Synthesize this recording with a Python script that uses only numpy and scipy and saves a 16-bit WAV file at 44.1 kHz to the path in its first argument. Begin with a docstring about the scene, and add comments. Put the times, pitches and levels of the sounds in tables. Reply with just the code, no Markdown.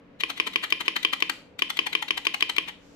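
"""Quick rattles and clacks over a faint fan hum: a finger taps a keyboard's spacebar in two runs of seven.
Each stroke has three impacts: the loose bar rattles as the finger lands, clacks on the bottom, and
clatters as it springs back up. Each impact excites the damped modes of bar, plate and case.
Desk and keys scatter the sound and the small, quiet room reverberates briefly.
At the end the hand brushes across the keys with a soft hiss of friction."""
import sys
import numpy as np
from scipy import signal
from scipy.fft import rfft, irfft
from scipy.io import wavfile

SR = 44100
rng = np.random.default_rng(int(sys.argv[2]) if len(sys.argv) > 2 else 0)


def wav_out(sig):
    """Save sig, one row per channel (or a flat mono array), as 16-bit PCM at SR to the path in sys.argv[1]."""
    wavfile.write(sys.argv[1], SR, np.round(np.clip(np.atleast_2d(sig).T, -1, 1) * 32767).astype(np.int16))


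N = 130095
T = np.arange(N) / SR
BLOW_SIZE, LEAD_S = 8192, .03   # samples in one impact; time ahead of its main contact


def finger_landings():
    """Backlash: the landing finger takes up the bar's play, and the loose parts rattle."""
    # landings: (time [s], gain [dB], rattle decay time [s], treble [dB])
    touches = [(0.2078, -2, 0.0041, 2), (0.377, -9.5, 0.009, 3.5), (0.538, -10.5, 0.0066, 1),
               (0.7051, -7, 0.002, 7), (0.862, -8.5, 0.0084, 0), (1.032, -7.5, 0.0037, 6.5),
               (1.205, -8.5, 0.0021, 5), (1.5932, -5, 0.0021, 6), (1.7723, -4.5, .004, 2.5),
               (1.931, -1, 0.0033, -1.5), (2.085, -2.5, 0.0025, -4), (2.2534, -1.5, 0.0026, -1),
               (2.408, -1.5, 0.0016, 2.5), (2.566, -3, 0.0023, 1)]
    # spectral envelope of a landing: (frequency [Hz], gain [dB])
    colour = [(100, -20), (300, -3), (600, -12), (1000, 4), (1750, 1.5), (2050, 17.5), (2600, 9),
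              (3100, 14.5), (4000, 9.5), (5000, -6), (7500, -8), (9500, -15.5), (14000, -10.5)]
    track = np.zeros(N)
    for time_s, db, decay_s, treble_db in touches:
        force = rattle(decay_s, snap=.29)
        add(track, time_s - LEAD_S, strike(force, db + shelved(colour, treble_db, 0), ring_db=-2.5))
    return track


def bottom_clacks():
    """Impact: the bar hits the bottom, with more bite when it is played near its end."""
    # impacts: (time [s], gain [dB], bite [dB])
    clacks = [(0.2359, -3.5, 0.5), (.4000, -.5, -1), (0.5591, -1, 1), (0.7243, -0.5, 1), (0.8811, 0, -2),
              (1.0494, -0.5, 6), (1.224, 0, -2), (1.6214, -1, 3), (1.7907, -1, 2), (1.9518, -1.5, 2),
              (2.1072, -2.5, 3), (2.2688, -.5, 1), (2.4250, -0.5, 2), (2.5831, -.5, 2.5)]
    # spectral envelope of a clack: (frequency [Hz], gain [dB])
    colour = [(100, -14.5), (230, 1.5), (310, 10.5), (440, 4.5), (530, -6.5), (830, 2.5), (1020, 14.5),
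              (1400, 5), (1900, 16), (2450, 23), (3100, 22), (3550, 12), (4250, 4), (4900, 4), (6500, -8),
              (8200, -16), (9800, -6.5), (12200, -14.5), (14000, -16)]
    track = np.zeros(N)
    for time_s, db, bite_db in clacks:
        tone_db = db + at_hz(colour, grid(BLOW_SIZE)) + bite_db * bump(hz=3200, octaves=.1)
        add(track, time_s - LEAD_S, strike(bottoming_force(), tone_db, ring_db=1.5))
    return track


def spring_returns():
    """Restoring force: the bar springs against its top stop, knocking more when played near its end."""
    # returns: (time [s], gain [dB], rattle decay time [s], treble [dB], bass [dB], knock [dB], snap [ratio])
    returns = [(.302, -3.5, 0.0075, 5, 5.5, 4.5, 0.36), (.473, -2.5, .005, 5.5, 8, 1, 0.23),
               (0.639, 1, .008, 1.5, 3.5, -1.5, 0.11), (.810, -2.5, 0.0055, 4.5, 7.5, -3.5, 0.11),
               (0.965, 3.5, 0.0041, 2, 1, -2.5, 0.14), (1.1338, 4, .004, 1, 1.5, 0, 0.28),
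               (1.2983, 7.5, 0.0021, 2, -5, -3, 0.41), (1.7034, 1, 0.0042, 4, -5, 6.5, 0.05),
               (1.869, 0, 0.0043, 3.5, 1.5, 6, .15), (2.026, -2.5, 0.0035, 5, -2, 8.5, 0.16),
               (2.177, -1, 0.0037, 4, 3, 2, 0.1), (2.3445, -0.5, 0.0031, 5.5, 4, 8.5, 0.2),
               (2.498, 2, 0.0032, 2.5, -2, 5, 0.18), (2.686, -4.5, 0.009, 0, -1, 4, 0.061)]
    # spectral envelope of a return: (frequency [Hz], gain [dB])
    colour = [(100, -21.5), (280, 1), (400, -6), (660, -4), (800, 6.5), (1100, 6), (1700, 7.5),
              (2050, 14.5), (2550, 8.5), (3100, 14.5), (3600, 8.5), (4300, 4.5), (5000, -7.5), (7000, -8.5),
              (9500, -12), (14000, -14)]
    track = np.zeros(N)
    for time_s, db, decay_s, treble_db, bass_db, knock_db, snap in returns:
        tone_db = db + shelved(colour, treble_db, bass_db) + knock_db * bump(hz=850, octaves=.18)
        add(track, time_s - LEAD_S, strike(rattle(decay_s, snap), tone_db, ring_db=-2.5))
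    return track


def click():
    """Impulse: one hard contact has a flat spectrum."""
    return signal.unit_impulse(BLOW_SIZE, int(LEAD_S * SR))


def rattle(decay_s, snap, contacts_per_s=4500, rise_share=.84, scatter_db=3):
    """Shot noise: tiny contacts swell and die around a hard one of relative size snap; energy 1."""
    t = np.arange(BLOW_SIZE) / SR - LEAD_S
    swell = np.exp(-np.abs(t) / (decay_s * np.where(t < 0, rise_share, 1)))
    sizes = from_db(scatter_db * rng.standard_normal(BLOW_SIZE)) * rng.choice([-1, 1], BLOW_SIZE)
    contacts = swell * sizes * (rng.random(BLOW_SIZE) < contacts_per_s / SR)
    force = contacts / np.linalg.norm(contacts) + snap * click()
    return force / np.linalg.norm(force)


def bottoming_force(bounce_s=.001908, bounce_db=-15, chatter_delay_s=.002, chatter_db=-1.5):
    """Rebound: one firm hit is followed by a small bounce and a burst of bright chatter."""
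    hit = signal.sosfilt(signal.butter(1, 9000, fs=SR, output="sos"), click())
    bounce = from_db(bounce_db) * np.roll(hit, int(bounce_s * SR))
    highpass = signal.butter(3, 4530, "high", fs=SR, output="sos")
    chatter = signal.sosfilt(highpass, rattle(decay_s=.001, snap=0))
    return hit + bounce + from_db(chatter_db) * np.roll(chatter, int(chatter_delay_s * SR))


def strike(force, tone_db, ring_db, scatter_db=1.3, detune=.005):
    """Modal superposition: a force rings damped modes, which vary per blow as the finger shifts."""
    # modes of bar, plate and case: (frequency [Hz], T60 [s], relative gain [dB])
    modes = [(322, 0.11, -0.5), (447.4, 0.062, -2.5), (760, 0.071, -9), (1065.5, 0.091, -5.5),
             (1742, 0.073, -3), (2000, 0.076, -7), (2387, 0.029, -3), (2425, 0.023, -5.5),
             (2930, 0.12, -20), (3100, 0.02, -9.5), (3180, 0.075, -22), (4960, 0.066, -25)]
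    hz, body = grid(BLOW_SIZE), 1
    for mode_hz, t60, lift_db in modes:
        gain_draw, pitch_draw = rng.standard_normal(2)
        gain = from_db(ring_db + lift_db + scatter_db * gain_draw)
        tuned_hz = mode_hz * (1 + detune * pitch_draw)
        damping = 1j * hz * np.log(1000) / (np.pi * t60)
        body = body + gain * damping / (tuned_hz ** 2 - hz ** 2 + damping)
    return irfft(rfft(force) * minimum_phase(tone_db) * body)


def direct_sound(source):
    """Path difference: the sound arrives later on the right and, at most frequencies, weaker."""
    # right side against left: (frequency [Hz], gain [dB])
    right_gain = [(200, -18.5), (400, 5), (750, -18), (1050, -6), (1700, -11.5), (2400, -13.5), (2900, -20),
                  (3300, -5), (5000, -6.5), (9000, -2.5), (14000, -5)]
    # later arrival on the right: (frequency [Hz], phase delay [s])
    right_lag = [(350, .00001), (1100, 0.000098), (2300, .0002), (3100, 0.000195), (4200, 0.000034),
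                 (8000, 0.000038), (14000, 0.000019)]
    hz = grid(N)
    right_path = from_db(at_hz(right_gain, hz)) * np.exp(-2j * np.pi * hz * at_hz(right_lag, hz))
    return np.array([source, irfft(rfft(source) * right_path, N)])


def desk_scatter(tracks):
    """Early reflections: desk and keys scatter each kind of contact alike in level and decay, each along its
    own echo pattern."""
    # scatter from desk and keys: (frequency [Hz], level against the direct sound [dB])
    levels = [(200, -15), (1000, -5), (2600, -9.5), (5000, -5), (12000, -12)]
    return sum(reflections(track, levels, t60s=[(1, .018)], delay_s=.001229) for track in tracks)


def room_reverberation(source, right_db=-2):
    """Reverberation: repeated reflections ring on briefly as the room absorbs them."""
    # reverberation on the left: (frequency [Hz], level against the direct sound [dB])
    levels = [(150, -4.5), (300, -7), (600, -9), (1000, -12), (2600, -12.5), (5000, -7.5), (8000, -11.5),
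              (14000, -16.5)]
    # decay of the room: (frequency [Hz], T60 [s])
    t60s = [(200, .45), (1000, 0.35), (3000, 0.38), (7000, 0.39), (14000, .3)]
    return reflections(source, levels, t60s, delay_s=.0065) * from_db([[0], [right_db]])


def reflections(source, levels, t60s, delay_s):
    """Diffuse field: dense echoes act as noise that decays exponentially in half-octave bands."""
    # left-right likeness of the echoes: (frequency [Hz], coherence [ratio])
    coherence = [(300, 0.85), (600, 0.23), (1200, 0.35), (2500, 0.041)]
    t, response = T[:SR // 2], 0
    edges_hz = 88 * 2 ** np.arange(0, 7.6, .5)
    white = rng.standard_normal((2, 2, len(t)))
    for k, (low, high) in enumerate(zip(edges_hz, edges_hz[1:])):
        hz = np.sqrt(low * high)
        alike = at_hz(coherence, hz)
        mid, side = white[k % 2]
        echoes = np.sqrt(1 + alike) * mid + np.sqrt(1 - alike) * side * [[1], [-1]]
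        decay = np.exp(-np.log(1000) * t / at_hz(t60s, hz))
        bandpass = signal.butter(2, [low, high], "band", fs=SR, output="sos")
        band = signal.sosfilt(bandpass, echoes * decay + 1e-18)
        gain = np.sqrt(2 * (high - low) / SR) * from_db(at_hz(levels, hz))
        response = response + gain * band / np.linalg.norm(band, axis=1, keepdims=True)
    response = np.pad(response, ((0, 0), (int(delay_s * SR), 0)))
    return signal.fftconvolve(source[None], response, axes=1)[:, :N]


def hand_brush(start_s=2.767, rise_s=.081, level_db=-63.5):
    """Sliding friction: the hand makes soft broadband noise as it crosses the keys."""
    # friction spectrum: (frequency [Hz], relative density [dB])
    colour = [(400, -19.5), (1200, -9), (2800, -7), (5000, -7), (7200, -8), (9000, -21), (14000, -25)]
    return from_db(level_db) * np.clip((T - start_s) / rise_s, 0, 1) * noise(colour)


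def fan(air_db=-54, right_db=-1):
    """Broadband and tonal noise: a steady, dull rush of air carries a few weak hum lines."""
    # air spectrum: (frequency [Hz], relative density [dB])
    colour = [(25, -9), (60, -6), (110, -7), (160, -2.5), (300, -0.5), (350, -10), (500, -1), (760, -12.5),
              (2500, -19), (4500, -33), (6500, -41), (9000, -52), (15000, -55)]
    # hum lines on the left: (frequency [Hz], rms level [dB])
    lines = [(98, -74.5), (180, -64.5), (242, -69.5), (284, -60.5)]
    # left-right likeness of the air noise: (frequency [Hz], coherence [ratio])
    coherence = [(40, 0.73), (250, 0.84), (700, 0.45), (2000, 0.13), (10000, 0.043)]
    alike = at_hz(coherence, grid(N))
    mid, side = irfft(rfft(noise(colour)) * np.sqrt([(1 + alike) / 2, (1 - alike) / 2]), N)
    air = from_db(air_db) * np.array([mid + side, mid - side])
    hum = sum(np.sqrt(2) * from_db(db) * np.sin(2 * np.pi * (hz * T + rng.random())) for hz, db in lines)
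    return (air + hum) * from_db([[0], [right_db]])


def noise(colour):
    """Spectral shaping: two independent channels of coloured noise, rms 1."""
    white = rng.standard_normal((2, N))
    coloured = irfft(rfft(white) * from_db(at_hz(colour, grid(N))), N)
    return coloured / coloured.std()


def shelved(colour, treble_db, bass_db, treble_hz=4200, bass_hz=1400):
    """Shelving: a contact's spectral envelope in dB, with its own treble and bass."""
    hz = grid(BLOW_SIZE)
    treble = treble_db * hz ** 4 / (hz ** 4 + treble_hz ** 4)
    bass = bass_db / (1 + (hz / bass_hz) ** 4)
    return at_hz(colour, hz) + treble + bass


def bump(hz, octaves):
    """Spectral peak: a Gaussian of height 1 on the log-frequency axis."""
    return np.exp(-.5 * (np.log2((grid(BLOW_SIZE) + 1) / hz) / octaves) ** 2)


def minimum_phase(db):
    """Causality: a response with these gains in which nothing sounds before the blow."""
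    cepstrum = irfft(np.log(from_db(db)))
    half = len(cepstrum) // 2
    cepstrum[1:half] *= 2
    cepstrum[half + 1:] = 0
    return np.exp(rfft(cepstrum))


def from_db(db):
    """Decibels to amplitude ratio."""
    return 10 ** (np.asarray(db) / 20)


def at_hz(points, hz):
    """Interpolation of a table on a log-frequency axis."""
    frequencies, values = np.array(points).T
    return np.interp(np.log(np.maximum(hz, 1)), np.log(frequencies), values)


def grid(size):
    """Fourier frequencies [Hz] of that many samples."""
    return np.arange(size // 2 + 1) * SR / size


def add(track, time_s, sound):
    """Superposition: a sound joins the track at a given time."""
    start = max(int(round(time_s * SR)), 0)
    track[start:start + len(sound)] += sound[:max(N - start, 0)]


def scene():
    """Superposition: the bar's direct sound, its reflections, the fan and the hand add in the air."""
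    tracks = finger_landings(), bottom_clacks(), spring_returns()
    bar = sum(tracks)
    return direct_sound(bar) + desk_scatter(tracks) + room_reverberation(bar) + fan() + hand_brush()


def record(dry, ceiling=.95, stopband_hz=16200):
    """Saturation and band limiting: the highest peaks are rounded off and the top treble is cut."""
    rounded = dry / (1 + (dry / ceiling) ** 6) ** (1 / 6)
    return signal.sosfilt(signal.cheby2(14, 70, stopband_hz, fs=SR, output="sos"), rounded)


dry = scene()
out = record(dry)
wav_out(out)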